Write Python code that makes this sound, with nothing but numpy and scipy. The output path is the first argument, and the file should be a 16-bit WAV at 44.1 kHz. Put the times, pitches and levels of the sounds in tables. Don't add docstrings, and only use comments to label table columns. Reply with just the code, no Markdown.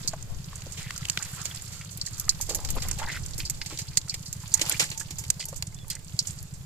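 import sys
import numpy as np
from scipy import signal
from scipy.io import wavfile
from scipy.ndimage import uniform_filter1d

SR = 44100
rng = np.random.default_rng(int(sys.argv[2]) if len(sys.argv) > 2 else 0)


def rack_gain(trim_db):
    fader = np.asarray(trim_db, float)
    return 10 ** (fader / 20)


def unload_audio(sound):
    columns = np.transpose(np.atleast_2d(sound))
    steps = np.round(np.clip(columns, -1, 1) * 32767)
    wavfile.write(sys.argv[1], SR, steps.astype(np.int16))


N = 293573
POT_FULL_S = 2.95


def evened(x):
    return x / np.sqrt(np.mean(x ** 2) + 1e-20)


def read(points, hz):
    f, value = np.transpose(points)
    return np.interp(np.log(hz + 1), np.log(f + 1), value)


def curves(rows):
    s, *columns = np.transpose(rows)
    return [np.interp(np.arange(N) / SR, s, c) for c in columns]


def add(mix, s, sound):
    part = mix[..., round(s * SR):][..., :sound.shape[-1]]
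    part += sound[..., :part.shape[-1]]


def band(x, lo_hz, hi_hz):
    sos = signal.butter(2, [lo_hz, min(hi_hz, .45 * SR)], "band", fs=SR, output="sos")
    return signal.sosfilt(sos, x) * np.sqrt(SR / 2 / (hi_hz - lo_hz))


def sides(pan_db):
    return rack_gain(np.array([pan_db / 2, -pan_db / 2]))


def air(colour, likeness, patchy_db):
    # f/Hz, likeness (0 to 1)
    port_likeness = [(60, 0.81), (130, 1), (300, 0.66), (700, 0.79), (1400, 0), (16000, 0.13)]
    frames, hz = N // 512 + 5, np.fft.rfftfreq(2048, 1 / SR)
    a, b, c, d, patches = rng.standard_normal((frames, 1025, 5)).T
    patches = evened(uniform_filter1d(uniform_filter1d(patches, 16, 0), 5, 1))
    same = np.clip(likeness * read(port_likeness, hz), -1, 1)[:, None]
    left = a + 1j * b
    right = same * left + np.sqrt(1 - same ** 2) * (c + 1j * d)
    z = np.array([left, right])
    z *= rack_gain(read(colour, hz)[:, None] + patchy_db * patches)
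    return evened(signal.istft(z, nperseg=2048, noverlap=1536)[1][:, :N])


def open_field():
    # f/Hz, level/dB per Hz
    field_colour = [(100, 8), (270, 14), (750, 4.5), (1600, 0.5), (4000, -3.5), (9000, 2), (15000, -5.5)]
    return rack_gain(-56.5) * air(field_colour, 1, patchy_db=1.2)


def pump(firings, db, hz, spread_s, uneven_db):
    at = np.flatnonzero(np.diff(np.floor(curves(firings)[0]))) + 1
    uneven = np.clip(rng.standard_normal(100), -2, 1.3)[:len(at)]
    train = np.zeros(N)
    train[at] = rack_gain(db + uneven_db * uneven)
    t = np.arange(-1500, 1501) / SR
    thump = np.exp(-.5 * ((t + 0.0013) / spread_s) ** 2) * np.cos(2 * np.pi * hz * t)
    return signal.oaconvolve(train, thump, "same")


def pumps():
    # t/s, firings so far
    near_firings = [(-.296, 0), (2.974, 42), (6.688, 90)]
    # t/s, firings so far
    far_firings = [(-.078, 0), (2.135, 30), (4.619, 64), (6.727, 93)]
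    # f/Hz, level/dB per Hz
    drone_colour = [(30, -7), (60, -38), (85, 2), (120, -2), (165, -1.5), (200, -19), (240, -49),
                    (400, -30)]
    near = pump(near_firings, -32.5, 133.7, 0.004, uneven_db=3.5)
    far = pump(far_firings, -38.0, 98.0, 0.0046, uneven_db=7.0)
    opposed = rack_gain([[-.4], [.4]])
    return (near + far) * opposed + rack_gain(-47.0) * air(drone_colour, 0.96, patchy_db=-2.5)


def birds():
    # t/s, length/s, from f/Hz, to f/Hz, level/dB, width/Hz
    calls = [
        (5.763, .022, 3450, 3520, -56, 30),
        (5.788, .02, 3500, 3450, -55, 30),
        (5.809, .028, 3410, 3390, -54, 30),
        (1.7, .18, 1390, 1350, -59, 150),
        (2.1, .17, 1290, 1320, -58, 220),
    ]
    out = np.zeros(N)
    for s, length, from_hz, to_hz, db, width_hz in calls:
        n = round(length * SR)
        husk = uniform_filter1d(rng.standard_normal(20000), max(round(SR / width_hz / 2), 1))[:n]
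        tone = np.sin(2 * np.pi * np.cumsum(np.linspace(from_hz, to_hz, n)) / SR)
        husky = evened(tone * (1 + width_hz / 100 * evened(husk)))
        add(out, s, rack_gain(db) * husky * signal.windows.tukey(n, .4))
    return out


def wind():
    # t/s, level/dB, left-right/dB
    gusts = [(0.0, -51, -11), (0.31, -41.5, 10.5), (0.39, -50.5, 2), (1.63, -54.5, 4), (1.95, -60, 13),
             (2.28, -47, -9), (2.74, -38, 8), (2.91, -39, -1), (3.67, -49, -4), (3.82, -53, 1),
             (5.73, -51.5, -5), (6.66, -54, -2)]
    # f/Hz, level/dB per Hz
    gust_colour = [(10, 3.5), (40, -9), (80, -9), (160, -22.5), (400, -34), (1200, -40), (3000, -83)]
    db, pan_db = curves(gusts)
    lumps = evened(uniform_filter1d(rng.standard_normal((2, N)), 1500))
    return rack_gain(db + 6.0 + 2.0 * lumps) * sides(pan_db) * air(gust_colour, 0.29, patchy_db=1.5)


def pot_ring(drive):
    # f/Hz, level/dB, t60/s
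    wall_modes = [(335, 1, 0.12), (588, 4, 0.04), (860, -1.5, 0.1), (1210, -22, 0.31), (1500, -23, 0.25),
                  (2070, 6, 0.067), (2560, -3, 0.049)]
    t = np.arange(round(.3 * SR)) / SR
    modes = sum(rack_gain(db - 60 * t / t60) * np.sin(2 * np.pi * hz * t) for hz, db, t60 in wall_modes)
    return signal.oaconvolve(drive, modes / np.linalg.norm(modes))[:N]


def rim():
    # t/s, level/dB
    nudges = [(3.38, -54), (3.61, -52.5), (3.79, -52), (3.97, -53), (4.14, -53), (4.52, -55),
              (4.548, -42.5), (4.625, -44), (4.8, -48), (4.897, -49.5), (4.95, -48.5), (5.0, -52),
              (5.13, -59), (5.18, -50), (5.46, -51), (5.66, -58), (5.87, -57), (5.93, -58)]
    rim_hz, beat_hz, t60_s = 888, 11.4, .5
    t, out = np.arange(round(.5 * SR)) / SR, np.zeros(N)
    pair = np.sin(2 * np.pi * rim_hz * t) + 0.38 * np.sin(2 * np.pi * (rim_hz + beat_hz) * t)
    for s, db in nudges:
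        add(out, s, rack_gain(db - 60 * t / t60_s) * (1 - np.exp(-t / 0.0028)) * pair)
    damping = evened(uniform_filter1d(rng.standard_normal(N), 600))
    out = out * rack_gain(-5 + 3.5 * damping)
    return np.array([out, np.roll(out, -6)])


def knocks():
    # t/s, peak level/dB, centre f/Hz, thud
    # t60/s
    basket_blows = [(.047, -34, 285, 0.025), (.133, -28, 644, 0.038), (.53, -37, 1120, 0.019),
                    (.664, -29, 328, 0.029), (.906, -22, 1900, 0.013), (1.81, -39, 2290, 0.059),
                    (1.985, -41.5, 299, 0.028), (2.073, -40.5, 1893, 0.028), (2.281, -30, 1200, 0.018),
                    (2.402, -35, 860, 0.022), (2.49, -20, 483, 0.016), (2.506, -35, 491, 0.095),
                    (2.591, -26.5, 734, 0.012), (2.689, -44, 846, 0.044), (2.764, -30, 245, 0.06),
                    (1.0975, -24.5, 2460, 0.012), (1.1735, -18.5, 1930, 0.014)]
    # t/s, peak level/dB, centre f/Hz, thud t60/s
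    pot_blows = [(3.384, -39, 330, 0.035), (3.615, -30, 2500, 0.037), (3.705, -45, 1110, 0.1),
                 (3.723, -38.5, 311, 0.054), (4.077, -46, 1300, .04), (4.435, -42, 990, 0.029),
                 (5.845, -45, 1200, 0.015), (4.613, -31, 299, 0.027), (4.816, -33.5, 1415, 0.056),
                 (5.011, -38, 1740, 0.039), (5.107, -33.5, 356, 0.021), (5.395, -49, 590, 0.05),
                 (5.527, -37.5, 528, .031), (3.973, -20, 3340, 0.018), (5.903, -36.5, 3280, 0.13),
                 (3.402, -31.5, 3030, 0.046)]
    t, thuds = np.arange(round(.15 * SR)) / SR, np.zeros(N)
    blows = basket_blows + pot_blows
    chance = rng.standard_normal((len(blows), len(t)))
    for (s, db, hz, t60), noise in zip(blows, chance):
        fall = rack_gain(db - 60 * t / np.clip(t60, .008, .3)) * (1 - np.exp(-t * hz))
        tone = 1.57 / (1 + (hz / 1900) ** 2) * np.sin(2 * np.pi * hz * t)
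        add(thuds, s, fall * (tone + 1.13 * band(noise, 0.69 * hz, 1.69 * hz)))
    ring = pot_ring(thuds * (np.arange(N) > POT_FULL_S * SR))
    return thuds * rack_gain([[.6], [-.6]]) + rack_gain(-20.0) * np.array([ring, np.roll(ring, -6)])


def bubbles():
    # t/s, peak level/dB, start f/Hz, t60/s
    clear_bubbles = [(.891, -35, 1750, .03), (.959, -36, 1330, 0.036), (1.009, -38, 1300, 0.037),
                     (1.028, -31, 2000, .02), (1.085, -24, 2880, 0.014), (1.2, -36, 1500, 0.044),
                     (1.334, -39, 1520, 0.052), (1.38, -35, 1280, .05), (1.5118, -27.5, 3300, .02),
                     (2.875, -38, 2130, .03), (2.976, -35, 785, 0.032), (2.992, -32, 840, 0.057),
                     (2.997, -30, 1640, .03), (3.015, -24, 850, .08), (3.027, -31, 2000, .05),
                     (3.03, -38.5, 3260, .05), (3.039, -29, 1087, 0.037), (3.073, -31, 905, .07),
                     (3.085, -29, 1560, 0.035), (3.092, -28, 1990, 0.036), (3.1, -22, 1970, 0.032),
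                     (3.117, -36, 3350, 0.048), (3.13, -37, 2030, 0.05), (3.153, -31, 1960, 0.075),
                     (3.155, -40.5, 2520, 0.066), (4.55, -35.5, 2000, 0.034), (4.695, -31, 885, 0.042),
                     (4.703, -26, 1460, .03), (4.713, -28, 2500, .02), (4.734, -29, 1720, 0.033),
                     (4.743, -25, 2320, 0.041), (4.755, -32, 2800, .03), (4.829, -24, 3200, .015),
                     (4.832, -33, 1920, 0.034), (4.852, -32, 4500, 0.018), (4.916, -27.5, 4140, .03),
                     (5.01, -28, 1656, 0.038), (5.395, -44, 585, 0.032), (5.485, -38, 605, .04),
                     (5.527, -38, 534, 0.059), (5.529, -39, 1160, 0.044), (5.623, -35, 965, 0.024),
                     (5.725, -44, 2080, 0.026), (5.95, -43, 2100, .03)]
    rise_per_s = 2.2
    t, out = np.arange(round(.1 * SR)) / SR, np.zeros((2, N))
    wobbles = evened(uniform_filter1d(rng.standard_normal((60, 2, len(t))), 90))
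    for (s, db, hz, t60), side, wobble in zip(clear_bubbles, rng.random(60), wobbles):
        tone = np.sin(2 * np.pi * hz * t * (1 + rise_per_s * t) + .8 * wobble)
        tone = tone * (1 - np.exp(-t * hz / 1.3))
        add(out, s, rack_gain(db - 60 * t / np.clip(t60, .008, .1)) * tone * sides(6 * (side - .5))[:, None])
    return out


def sloshes(heaps):
    edge_db, skew = 2.5, 0.89
    out, t = np.zeros((2, N)), np.arange(900) / SR
    for start, length, peak_db, from_hz, to_hz in heaps:
        chance = rng.random((70, 4))[:round(600 * length)]
        for when, size, scatter, side in chance:
            db = peak_db + edge_db * (2 * when ** skew - 1) ** 2
            f = from_hz * (to_hz / from_hz) ** when
            f = f * np.exp(.5 * (scatter - .4) + (scatter - .4) ** 3 / .3)
            chirp = np.sin(2 * np.pi * f * t * (1 + 9 * t)) * np.exp(-t * f / 1.95) * (1 - np.exp(-t * f))
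            gains = rack_gain(db + 8 - 2.8 * size) * sides(8 * (side - .5))
            add(out, start + when * length, gains[:, None] * chirp)
    return out + rack_gain(-17.0) * pot_ring(out.mean(0))


def ticks():
    # t/s, peak level/dB, centre f/Hz
    spray_ticks = [(0.1346, -33, 6490), (0.2994, -38, 7060), (0.8294, -27, 7460), (1.1294, -31, 6900),
                   (1.2494, -26, 7750), (1.5589, -26, 7640), (2.3476, -35, 4880), (2.602, -26, 7110),
                   (2.7294, -33, 4660), (2.7744, -31, 4910), (2.9294, -24, 7310), (3.2894, -38, 6970),
                   (3.309, -27, 7670), (3.4022, -20, 3370), (3.5448, -33, 4550), (3.699, -27, 6660),
                   (3.7744, -21.5, 5000), (3.912, -37, 4750), (3.9444, -40, 7680), (4.0144, -28, 4670),
                   (4.1944, -33, 7130), (4.2273, -31, 7340), (4.3655, -32, 7490), (4.4294, -34, 7180),
                   (4.5744, -22, 7880), (4.6294, -27, 6650), (4.7644, -27, 6730), (4.8144, -16, 6940),
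                   (5.0294, -37, 7200), (5.4094, -23, 5080), (5.4244, -30, 4340), (5.5273, -34, 8200),
                   (5.5428, -32, 6990), (5.7872, -36, 3480), (5.9144, -25, 7440), (5.9294, -27, 7110),
                   (6.1654, -40, 4620), (6.2294, -37, 6760), (6.3394, -38, 6070)]
    puff_s, puff_length_s, puff_db = 2.762, .024, -23.5
    t, out = np.arange(900) / SR, np.zeros((2, N))
    for (s, db, hz), noise in zip(spray_ticks, rng.standard_normal((len(spray_ticks), 2, len(t)))):
        add(out, s, band(noise * rack_gain(db - 9 - 60 * t / 0.029), 0.63 * hz, 1.4 * hz))
    push = np.hanning(round(puff_length_s * SR))
    ragged = evened(uniform_filter1d(rng.standard_normal((2, 2000)), 24))[:, :len(push)]
    add(out, puff_s, rack_gain(puff_db) * push * (1 + 0.36 * ragged))
    return out


def drips(activity_db):
    # t/s, peak level/dB, centre f/Hz
    clear_drops = [(0.4429, -33, 4490), (0.5564, -27, 7100), (0.9612, -28, 5900), (1.1894, -28, 4500),
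                   (1.3069, -43, 7350), (1.415, -24.5, 6560), (1.5471, -29, 7400), (1.621, -26.5, 8200),
                   (1.8123, -35, 6440), (1.9735, -21, 11400), (3.3343, -29.5, 4270), (3.8167, -26, 5140),
                   (4.7217, -16, 7100), (4.84, -20, 7600), (5.5782, -29, 7010), (5.745, -32.5, 6770),
                   (5.992, -41, 8070), (6.0814, -39, 4600), (6.134, -46, 6980), (6.3074, -29, 7050),
                   (5.901, -17.5, 11800)]
    t, out = np.arange(700) / SR, np.zeros((2, N))
    when, size, pitch = rng.random((3, 520))
    when = when * (N - 1) / SR
    patter_db = activity_db[(when * SR).astype(int)] + 7 - 11 * size
    patter_hz = 2800 * np.exp(1.4 * pitch)
    rows = list(clear_drops) + list(zip(when, patter_db, patter_hz))
    for (s, db, hz), noise in zip(rows, rng.standard_normal((len(rows), 2, len(t)))):
        add(out, s, band(noise * rack_gain(db - 5.5 - 60 * t / 0.034), 0.84 * hz, 1.415 * hz))
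    return out


def crackle(grain_db, grain_s, shared):
    behind_s = 4.45
    own, both = rng.standard_normal((2, N)), rng.standard_normal(N)
    share = np.clip(shared, 0, 1)
    left = np.where(np.arange(N) < behind_s * SR, np.roll(both, 3), np.roll(both, -8))
    noise = share * np.array([left, both]) + np.sqrt(1 - share ** 2) * own
    clumps = evened(uniform_filter1d(rng.standard_normal(N), max(round(grain_s * SR), 1)))
    return evened(noise * rack_gain(grain_db * clumps))


def slither():
    # t/s, effort level/dB
    effort = [(0.0, -40.5), (.26, -49), (.54, -43.5), (1.41, -36), (1.87, -44), (2.39, -41), (2.8, -38),
              (3.93, -45.5), (4.36, -44.5), (4.56, -38.5), (4.69, -30.5), (4.78, -34.5), (4.97, -46),
              (5.23, -44), (5.36, -45), (5.93, -55), (6.27, -40.5), (6.51, -51.5)]
    full_basket_db, emptying_s = 4, 0.91
    scrape_re_hiss_db, scrape_growth = -12, 0.25
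    hiss_db, = curves(effort)
    fullness = np.exp(-(np.arange(N) / SR / emptying_s) ** 2)
    scrape_db = scrape_re_hiss_db + scrape_growth * (hiss_db + 35.5) + full_basket_db * fullness
    fine = band(crackle(grain_db=2.2, grain_s=.01, shared=.5), 3500, 9500)
    finest = band(crackle(grain_db=3, grain_s=.01, shared=.5), 9500, 16000)
    coarse = crackle(grain_db=2.5, grain_s=.012, shared=0.53)
    hiss = rack_gain(hiss_db - 11) * (fine + rack_gain(1.0) * finest)
    dull = band(coarse, 798, 4350) + rack_gain(-7.5) * band(coarse, 283, 1860)
    scrape = rack_gain(hiss_db + scrape_db) * dull
    return hiss + scrape + rack_gain(-31.0) * pot_ring(scrape[0]) + drips(hiss_db)


def slaps():
    # t/s, peak level/dB, flesh level/dB re peak, t60/s
    flops = [(0.62, -27.5, -10, 0.015), (0.769, -28.5, -5, 0.24), (0.9069, -24.5, -7, 0.028),
             (1.053, -20.5, -5.5, 0.015), (1.174, -15.5, -1, 0.011), (1.3344, -51, -16, 0.036),
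             (1.4537, -17, -14, 0.053), (1.7155, -29, -13, 0.32), (2.4911, -19.5, -15.5, 0.15),
             (2.648, -19.5, -16, 0.039), (2.687, -25, -9.5, 0.069), (2.82, -21.5, -12, 0.078),
             (2.9847, -26, -7.5, 0.13), (3.116, -23, -8, 0.11), (3.6594, -24, -14, 0.084),
             (3.696, -31.5, -7.5, 0.36), (3.787, -20, -15.5, 0.099), (4.141, -17.5, -13, 0.041),
             (4.594, -23, -6, .039), (4.6131, -13.5, -10, 0.058), (4.661, -23.5, -5, 0.09),
             (4.7127, -22, -3, 0.1), (4.794, -11.5, -8.5, 0.17), (4.913, -27, -5, 0.12),
             (5.106, -26, -10.5, 0.085), (5.2376, -29.5, -8.5, 0.059), (5.6239, -15.5, -11.5, 0.025)]
    # t/s, peak level/dB, smack level/dB re peak, t60/s
    smacks = [(0.075, -14, -5, 0.059), (1.0855, -23, -11, 0.017), (1.0979, -10.5, -6, 0.018),
              (1.847, -28, -14, 0.015), (1.9083, -31, -17, 0.15), (2.0129, -23, 3.5, 0.04),
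              (2.0613, -21, -8.5, 0.097), (2.1293, -32.5, -8, 0.18), (2.2924, -7, -3, 0.042),
              (2.802, -42, 7, 0.051), (3.4499, -29, 0, 0.098), (3.614, -33, 7, 0.053),
              (3.882, -41, 6.5, 0.059), (3.9714, -4.5, -11, 0.04), (4.0826, -27.5, -8, 0.029),
              (4.094, -24.5, 2.5, 0.073), (4.2564, -31.5, -3.5, 0.16), (4.5167, -28, -4, 0.1),
              (4.5395, -2, -24, 0.046), (4.901, -24.5, -9, 0.032), (5.28, -31, -7, 0.064),
              (5.3932, -25, -3.5, .17), (5.9003, -18.5, -7.5, 0.085), (5.9518, -21, -14, 0.026),
              (6.046, -32.5, -23, 0.028), (6.19, -12.5, 2, 0.05), (6.3872, -31, -3, .04)]
    # t/s, peak level/dB, fizz level/dB re peak, t60/s
    flicks = [(0.226, -25, -18, 0.02), (.72, -27, -19, 0.11), (0.978, -19, -14, 0.025),
              (1.225, -18, -46, 0.06), (2.18, -28, -10, .066), (2.1974, -19, -3.5, .045),
              (2.41, -16.5, -10, 0.1), (2.547, -13, -6, 0.064), (2.704, -15.5, -9, 0.032),
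              (2.7526, -36.5, 1.5, 0.079), (2.8847, -18.5, -7, 0.029), (2.912, -11, -52, 0.026),
              (3.261, -22, -37, 0.04), (3.3782, -22, -8, .12), (3.498, -11, -10, 0.04),
              (4.328, -16, -12.5, 0.03), (4.477, -28.5, -11, .036), (4.6958, -23, 12, 0.019),
              (4.9746, -24.5, -14, 0.084), (4.996, -21.5, -16, .12), (5.1836, -20.5, -12.5, 0.099),
              (5.3019, -0.5, -21, 0.019), (5.454, -27, -0.5, 0.037), (5.4844, -24.5, -10, 0.063),
              (5.56, -26, -11.5, 0.072), (5.669, -26, -48, 0.037), (5.8809, -36, 1, 0.029),
              (6.2694, -23, -20, 0.11), (6.4276, -34, -2, 0.032), (6.538, -32, -20, 0.07)]
    flop_smack_db, flop_fizz_db = -7.5, -14.5
    smack_flesh_db, smack_fizz_db = -50, -19.5
    flick_flesh_db, flick_smack_db = -27.5, -59
    rows = [(s, db, own, flop_smack_db, flop_fizz_db, t60) for s, db, own, t60 in flops]
    rows += [(s, db, smack_flesh_db, own, smack_fizz_db, t60) for s, db, own, t60 in smacks]
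    rows += [(s, db, flick_flesh_db, flick_smack_db, own, t60) for s, db, own, t60 in flicks]

    t = np.arange(round(.3 * SR)) / SR
    water = crackle(grain_db=2.5, grain_s=.001, shared=.7)
    body, smack, hiss, fizz = np.zeros((4, N))
    for s, db, body_db, smack_db, fizz_db, t60 in rows:
        t60 = np.clip(t60, .008, .4)
        first = np.sqrt(np.mean(water[1, round(s * SR):][:100] ** 2))
        crack = rack_gain(db - 13 - 170 * t60 - 60 * t / 0.008)
        falling_drops = rack_gain(db - 67.0 - 60 * t / 0.13)
        spray = crack + rack_gain(db - 60 * t / t60) + falling_drops
        spray = spray * (1 - np.exp(-t / (.1 * t60 ** 2))) / first
        add(body, s, (rack_gain(body_db) + rack_gain(-26)) * spray)
        add(smack, s, rack_gain(smack_db) * spray)
        add(hiss, s, spray)
        add(fizz, s, rack_gain(fizz_db) * spray)

    thump = rack_gain(-11.5) * band(body * water, 310, 1520)
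    flesh = band(body * water, 1700, 3700)
    skin = band(band(smack * water, 4100, 5700), 4100, 5700)
    low = rack_gain([[-2], [-3]]) * flesh + rack_gain([[-14], [-14.5]]) * skin
    high = rack_gain([[-9], [-8]]) * band(hiss * water, 5730, 10030)
    high = high + rack_gain([[3], [2.5]]) * band(fizz * water, 9100, 13540)
    ring = pot_ring(thump[0] * (np.arange(N) > POT_FULL_S * SR))
    return thump + rack_gain(-19.5) * ring + low + high


def scene():
    # t/s, length/s, peak level/dB, gurgle from f/Hz, to f/Hz
    big_heaps = [(1.185, 0.043, -41.5, 1190, 1500), (2.497, 0.041, -44, 563, 457),
                 (2.751, 0.034, -45, 590, 600), (2.997, 0.059, -41.5, 900, 940),
                 (3.069, 0.11, -34.5, 1800, 2030), (4.701, .065, -42, 1260, 2800),
                 (4.795, 0.053, -40, 920, 1600), (5.399, 0.046, -33.5, 2900, 3280),
                 (1.372, 0.059, -43, 1390, 1500), (3.394, 0.041, -41, 2130, 2600),
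                 (4.105, 0.05, -44, 2570, 2830)]
    # t/s, length/s, peak
    # level/dB, gurgle from f/Hz, to f/Hz
    more_heaps = [(.8, 0.086, -41, 2100, 2270), (1.225, .045, -43, 2500, 2700),
                  (2.52, 0.041, -53, 370, 330), (2.762, .028, -38.5, 1070, 1370),
                  (2.82, 0.034, -46, 1500, 1700), (3.022, 0.027, -34, 1480, 1750),
                  (5.92, .05, -49, 1940, 2200), (3.4, .05, -47, 2600, 3000),
                  (4.56, 0.059, -44.5, 1840, 2300), (3.9, .05, -50, 2250, 2500),
                  (2.3, 0.033, -46, 2300, 2200), (3.105, .07, -40, 3200, 3700), (2.55, .11, -48, 600, 900),
                  (2.85, .07, -47, 900, 1300), (4.63, .06, -47, 700, 1100), (1.5, .1, -49, 2200, 2600),
                  (4.53, .012, -38, 3000, 3300), (2.888, .015, -40, 2000, 2200)]
    far = open_field() + pumps() + birds() + wind()
    water = bubbles() + sloshes(big_heaps) + sloshes(more_heaps) + ticks()
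    return far + rim() + knocks() + water + slither() + slaps()


def port(x, colour):
    gain = np.log(rack_gain(read(colour, abs(np.fft.fftfreq(4096, 1 / SR)))))
    taps = np.fft.ifft(np.exp(gain - 1j * signal.hilbert(gain).imag)).real[:2048]
    return signal.oaconvolve(x, taps)[:N]


def top_cut(x):
    return signal.sosfilt(signal.butter(12, 16480, fs=SR, output="sos"), x)


def record(dry):
    # f/Hz, level/dB
    left_colour = [(3000, -0.5), (4000, -1), (4700, 2.5), (6200, -6), (8800, -16.5), (10300, -5),
                   (11700, 0.5), (13200, -9.5), (15000, -24), (15600, -19), (16500, -61)]
    right_colour = [(3000, -0.5), (4000, -0.5), (4700, 3), (5800, 2), (7300, 9.5), (8600, 1.5),
                    (10300, -4.5), (12000, -4), (13000, -7.5), (15200, -4), (16500, -89)]
    x = np.clip([port(dry[0], left_colour), port(dry[1], right_colour)], -1, 1)
    edge = signal.firwin(255, 16500, window=("kaiser", 9), fs=SR)
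    return top_cut(signal.oaconvolve(x, edge[None], "same"))


dry = scene()
out = record(dry)
unload_audio(out)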